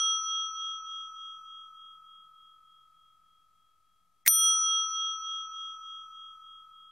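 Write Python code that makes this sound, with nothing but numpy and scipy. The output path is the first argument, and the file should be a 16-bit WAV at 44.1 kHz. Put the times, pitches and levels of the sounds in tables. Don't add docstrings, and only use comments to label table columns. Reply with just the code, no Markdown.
import sys
import numpy as np
from scipy import signal
from scipy.fft import rfft, irfft, next_fast_len
from scipy.io import wavfile
from scipy.ndimage import uniform_filter1d, map_coordinates

SR = 44100
rng = np.random.default_rng(int(sys.argv[2]) if len(sys.argv) > 2 else 0)


def store_pcm(level_fs):
    pcm = np.round(np.clip(level_fs, -1, 1) * 32767).astype(np.int16)
    wavfile.write(sys.argv[1], SR, np.atleast_2d(pcm).T)


def attenuation_scalar(level_db):
    decades = np.asarray(level_db, float) / 20
    return 10 ** decades


N = 305026

STRIKES_S = [
    -.3925,
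    4.2775,
]
# (lower [Hz], upper [Hz], first beat silence after strike [s])
TWINS = [(1260.84, 1305.17, .0149), (3269.02, 3272.38, .027), (5890.86, 5897.18, .1197),
         (9115.9, 9125.1, .02), (12901, 12919.9, .12)]
# (level [dB], t60 [s], share missing at strike [0-1], swell [s], swell abruptness [-])
RING = [(-42.5, 8.2557, .95, 0.2, 2.0334), (-28.5, 5.9079, .9, .18, 1.3), (-24.5, 4.4764, 1, 0.13, 1.1),
        (-26, 4.3764, 1, .2, 1.7), (-15, 1.982, .75, 0.16, 2.1), (-31, 1.6, 0.91, .14, 3),
        (-12, 0.6717, 0.8, .1, .92), (-46, .6, .51, .12, 1.1), (-38, .4, 0.4, .05, 1.1),
        (-18.5, .38, 0.3, .03, 1.24)]
# (left-right level [dB], lead on the left [rad])
AIM = [(8.5, 0.2), (0.3218, .02), (1.4427, -0.012), (0.2926, -.13), (0.0316, 0.16), (1.2442, -.1),
       (0.1093, .02), (-4.5, .02), (2.5, .05), (1.5, .12)]
SUMS = [(0, 0, 1), (0, 1, 1), (1, 1, 1), (0, 2, -1), (0, 3, 1), (1, 2, -1), (1, 3, 1), (3, 5, 1), (0, 4, 1),
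        (0, 5, -1)]
SUM_DB = [25, -10.5, -14, -8.5, 3.5, -22, -18, -14.5, -6, 8]
# (frequency [Hz], from [s], until
# [s])
FAINT = [(12092.5, .27, 3), (12230.7, .09, .32), (13360, .18, .32), (7695, .6, 1.1), (15320, 0, .06)]
# (level [dB], t60 [s])
FAINT_RING = [(-81, 6.3), (-75, 1.5), (-61.5, .6), (-69, 4.4), (-43.5, .15)]
# (frequency [Hz], level [dB])
TONE_FLOOR = [(7150, -75), (7700, -80), (12000, -95), (12900, -83)]
# (first edge [s], step [samples])
LEVEL_STEPS = (.0367, 2048)
# (time after strike [s], half width [s], loss of highs [0-1])
CLOCK_SKIP = (.6263, 0.00065, 0.37)
# (frequency [Hz], width [Hz], level [dB], half width [s])
SKIP_SMEAR = (5600, 650, -73, .024)
# (frequency [Hz], width [Hz], level [dB], t60 [s], swell [s])
HAZE = [(1454.1, 200, -69, 5, 0.42), (1967, 76, -81.5, 5.1, .15), (2600, 260, -80.5, 8.6, .08),
        (8945.3, 150, -56.5, 2.3, 0.74)]
# (frequency [Hz], density [dB/Hz])
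HUSH = [(20, -15.5), (230, -22.5), (490, -27.5), (685, -24.5), (1500, -26), (12800, -29.5), (13300, -34.5),
        (15700, -37.5)]
# (frequency [Hz], correlation [0-1])
ALIKE = [(30, 0.9076), (120, 0.65), (500, 0.65), (3000, 0.66), (12000, 0.2)]
# (frequency [Hz], level [dB])
HUM = [(660, -99), (702, -99)]
# (margin [dB], fall above [dB/oct], fall below [dB/oct], most fall above [dB], scatter [dB])
MASK = (-34, 17, 60, 19, 4)
# (time from strike [s], knock [dB], knock length [s], bright click [dB])
CONTACTS = [(-.022, -48.5, .0043, -57.5), (-.014, -19.5, .0021, -21.5), (-.0117, -37, .0031, -33.5),
            (-.0098, -22, .0036, -28.5), (-.006, -40.5, 0.0028, -46), (-.0027, -14, 0.0014, -20.5),
            (-.001, -38.5, 0.0016, -29.5), (.0005, -17, .0014, -5), (.012, -41, 0.0024, -31.5),
            (.0172, -45, 0.003986, -42.5), (0.0605, -57.5, 0.002, -66.5)]
# (frequency [Hz], width [Hz], level [dB])
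BUTTON = [(1846, 87, 5), (2300, 180, -9.5), (4640, 300, -12.5), (796, 900, -19.5), (149.74, 222.9, -16)]
# (frequency [Hz], density [dB/Hz])
CLICK = [(60, -25.5), (300, -12.5), (1500, -16.5), (4300, -6.5), (12500, -6.5), (15400, 1.5), (16200, -8.5),
         (17000, -57)]
# (level [dB], t60 [s])
ECHOES = [(-25.5, 0.028143), (-43, .13)]
# (time from strike [s], level [dB], length [s])
THUMP = (.0009, -41, .001)
OFFSET = [.00031, .00019]

SUM_SWELL_S, SHADOW_DB, FLOOR_SCATTER_DB = .06, -48.5, 3
HAZE_PATCHY_DB = 2.5
DRONE_HZ, DRONE_WIDTH_HZ, DRONE_DB = 58.913, 21, [-9.5, -14, -13.5]
FLOOR_DB, FLOOR_SAG_DB_PER_S, DUCK_DB, DUCK_S = -75, 1.1104, 7.5, 0.3
HUSH_TOP_HZ = 15750
KNOCK_HZ, PRESSED_HZ = 2031.2, 2306
SCRAPE_FROM_S, SCRAPE_DB, SCRAPE_RISE_DB_PER_S = -.013, -29, 3900.5
ECHO_GATE_S = .055
CEILING = .74


def unit(x):
    return x / np.sqrt(np.mean(x ** 2) + 1e-20)


def along(points, hz):
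    f, v = np.transpose(points)
    return np.interp(np.log(hz + 1), np.log(f + 1), v)


def filtered(x, response):
    n = x.shape[-1]
    m = next_fast_len(n + 8192)
    return irfft(rfft(x, m) * response(np.fft.rfftfreq(m, 1 / SR)), m)[..., :n]


def flicker(tone, floor):
    frame = np.arange(len(tone)) // 1024

    def power(x):
        return np.bincount(frame, np.abs(x) ** 2 * np.ones(len(tone))) + 1e-20

    over_db = 10 * np.log10(power(tone) / power(floor))
    over_db += FLOOR_SCATTER_DB * rng.standard_normal(len(over_db))
    return tone * uniform_filter1d(1. * (over_db > 0)[frame], size=500)


def dome(t):
    skip_s, half_s, loss = CLOCK_SKIP
    clock = t + (np.tanh((t - skip_s) / half_s) - 1) / (2 * SR)
    blur = np.exp(-((t - skip_s) / half_s) ** 2)
    edge_s, size = LEVEL_STEPS
    stepped = edge_s + ((t - edge_s) * SR // size + .5) * size / SR
    stepped = uniform_filter1d(stepped, size=130)
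    modes, shell, pans = [], [], []
    for k, (db, t60, missing, swell, abrupt) in enumerate(RING):
        hz, silent = TWINS[k // 2][k % 2], TWINS[k // 2][2]
        turn = hz * (clock - silent) + k % 2 / 2
        wave = np.exp(2j * np.pi * turn)
        age = np.where(t > edge_s, stepped, t) if hz > 10000 else t
        grow = 1 - np.clip(missing, 0, 1) * np.exp(-(t / swell) ** abrupt)
        grow *= 1 + 0.99 * (hz > 5000) * np.exp(-(t / 0.014) ** 2)
        gain = attenuation_scalar(db - 60 * age / t60) * grow * (1 - loss * min(hz / 5900, 1) ** 2 * blur)
        mode = gain * wave
        modes.append(flicker(mode, attenuation_scalar(along(TONE_FLOOR, hz))) if hz > 10000 else mode)
        shell.append(attenuation_scalar(db - 60 * t / t60) * wave)
        pan_db, lead_rad = AIM[k]
        pans.append(attenuation_scalar([pan_db / 2, -pan_db / 2]) * np.exp(.5j * lead_rad * np.array([1, -1])))
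    ring = np.real(np.transpose(pans) @ modes)
    extra = sum_tones(t, shell, modes) + faint_modes(t, clock) + skip_noise(t, blur)
    return (ring + extra) * (1 - np.exp(-t / .0004))


def sum_tones(t, shell, modes):
    pitch = [hz for twins in TWINS for hz in twins[:2]]
    swell = 1 - np.exp(-(t / SUM_SWELL_S) ** 2)
    sums = {}
    for (a, b, sign), db in zip(SUMS, SUM_DB):
        khz = (pitch[a] + pitch[b]) // 1000
        sums[khz] = sums.get(khz, 0) + sign * attenuation_scalar(db) * shell[a] * shell[b] * swell
    floors = {4: attenuation_scalar(SHADOW_DB) * (modes[2] + modes[3]), 7: attenuation_scalar(TONE_FLOOR[0][1])}
    return sum((flicker(tone, floors[khz]) if khz in floors else tone).real for khz, tone in sums.items())


def faint_modes(t, clock):
    out = np.zeros(len(t))
    for (hz, start, end), (db, t60) in zip(FAINT, FAINT_RING):
        kept = uniform_filter1d(1. 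* (t >= start) * (t < end), size=600)
        tone = kept * attenuation_scalar(db - 60 * t / t60) * np.exp(2j * np.pi * hz * clock)
        out += flicker(tone, attenuation_scalar(along(TONE_FLOOR, hz))).real
    return out


def skip_noise(t, blur):
    tick = filtered(blur * rng.standard_normal(len(t)), lambda f: np.exp(-((f - 4200) / 3000) ** 2))
    hz, width_hz, db, half_s = SKIP_SMEAR
    smear = unit(filtered(rng.standard_normal(len(t)), lambda f: np.exp(-((f - hz) / width_hz) ** 4)))
    return attenuation_scalar(-46) * tick + attenuation_scalar(db) * np.exp(-((t - CLOCK_SKIP[0]) / half_s) ** 2) * smear


def haze(t):
    out = np.zeros(len(t))
    for hz, width, db, t60, swell in HAZE:
        band = filtered(rng.standard_normal(len(t)), lambda f: np.exp(-(2 * (f - hz) / width) ** 4))
        patches = map_coordinates(rng.standard_normal(len(t) // 1500 + 4), [np.arange(len(t)) / 1500])
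        level_db = db - 60 * t / t60 + HAZE_PATCHY_DB * patches
        out += unit(band) * attenuation_scalar(level_db) * (1 - np.exp(-(t / swell) ** 2))
    return out


def hush():
    def colour(hz):
        drone = sum(attenuation_scalar(db) * np.exp(-((hz - k * DRONE_HZ) / DRONE_WIDTH_HZ) ** 2)
                    for k, db in enumerate(DRONE_DB, 1))
        return np.hypot(attenuation_scalar(along(HUSH, hz)), drone) * (hz > 8) * (hz < HUSH_TOP_HZ)

    def mid_side(hz):
        turn = np.arccos(np.clip(along(ALIKE, hz), -1, 1)) / 2
        return colour(hz) * [np.cos(turn), np.sin(turn)]

    t = np.arange(N) / SR
    age = t - np.where(t < STRIKES_S[1], *STRIKES_S)
    gain_db = FLOOR_DB - FLOOR_SAG_DB_PER_S * age - DUCK_DB * np.exp(-(age / DUCK_S) ** 2)
    mid, side = filtered(rng.standard_normal((2, N)), mid_side)
    hum = sum(attenuation_scalar(db) * np.sin(2 * np.pi * hz * t) for hz, db in HUM)
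    return hum + attenuation_scalar(gain_db) * unit(np.array([mid + side, mid - side]))


def masked(weak, loud):
    margin_db, above_db, below_db, most_db, scatter_db = MASK
    hz, _, z = signal.stft(weak, SR, nperseg=2048)
    ring = np.abs(signal.stft(loud, SR, nperseg=2048)[2]) ** 2
    edges = np.geomspace(1000, 17000, 34)
    band = np.clip(np.searchsorted(edges, hz) - 1, 0, len(edges) - 2)
    member = band == np.arange(len(edges) - 1)[:, None]
    octaves = np.log2(edges[:-1, None] / edges[:-1])
    fall_db = np.where(octaves > 0, np.minimum(above_db * octaves, most_db), -below_db * octaves)
    spread = attenuation_scalar(-2 * fall_db)
    ratio = member @ np.abs(z[0]) ** 2 / (spread @ member @ ring + 1e-20)
    over_db = 10 * np.log10(ratio + 1e-20) - margin_db
    keep = (1 + np.tanh(over_db + scatter_db * rng.standard_normal(over_db.shape))) / 2
    kept = z * np.where(hz[:, None] > 2800, keep[band], 1)
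    return signal.istft(kept, SR, nperseg=2048)[1][:, :N]


def plunger(t):
    knocks, clicks = np.zeros((2, len(t)))
    for s, knock_db, length, click_db in CONTACTS:
        hz = KNOCK_HZ if s < -.002 else PRESSED_HZ
        knocks += attenuation_scalar(knock_db) * np.exp(-(2.6 * (t - s) / length) ** 2) * np.cos(2 * np.pi * hz * (t - s))
        age = np.maximum(t - s + 0.00014, 0)
        clicks += (age > 0) * attenuation_scalar(click_db - 60 * age / 0.0069) * rng.standard_normal(len(t))
    slide = attenuation_scalar(SCRAPE_DB + SCRAPE_RISE_DB_PER_S * np.minimum(t - SCRAPE_FROM_S, 0))
    echo = sum(attenuation_scalar(db - 60 * np.abs(t) / t60) for db, t60 in ECHOES) * np.exp(-(t / ECHO_GATE_S) ** 4)
    mid, side = np.where(t < 0, slide, echo) * rng.standard_normal((2, len(t)))
    scrape = mid + attenuation_scalar(-16) * np.array([side, -side])

    def plastic(f):
        return sum((-1) ** k * attenuation_scalar(db) * 1j * f * width / (hz * hz - f * f + 1j * f * width)
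                   for k, (hz, width, db) in enumerate(BUTTON))

    def bright(f):
        return attenuation_scalar(along(CLICK, f) + 5.0)

    when, db, length = THUMP
    thump = attenuation_scalar([[db - 0.2], [db + 4.1308]]) * np.exp(-((t - when) / length) ** 2)
    return knocks + thump + attenuation_scalar(-6.0) * filtered(scrape, plastic) + filtered(clicks + scrape, bright)


def ding():
    lead = SR // 10
    t = np.arange(-lead, 48 * lead) / SR
    out = np.zeros((3, len(t)))
    out[:2, lead:] = dome(t[lead:])
    out[2, lead:] = haze(t[lead:])
    out[:2, :3 * lead] += plunger(t[:3 * lead])
    return out


def scene():
    one, lead = ding(), SR // 10
    track = np.zeros((3, 3 * N))
    for s in STRIKES_S:
        track[:, N + round(s * SR) - lead:][:, :one.shape[1]] += one
    loud, weak = track[:2, N:2 * N], track[2, N:2 * N] + hush()
    return loud + masked(weak, loud[0])


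def roll_off(x):
    return signal.sosfilt(signal.butter(12, 16990, fs=SR, output="sos"), x)


def record(dry):
    capped = dry / (1 + np.abs(dry / CEILING) ** 4) ** (1 / 4)
    return roll_off(capped + np.transpose([OFFSET]))


dry = scene()
out = record(dry)
store_pcm(out)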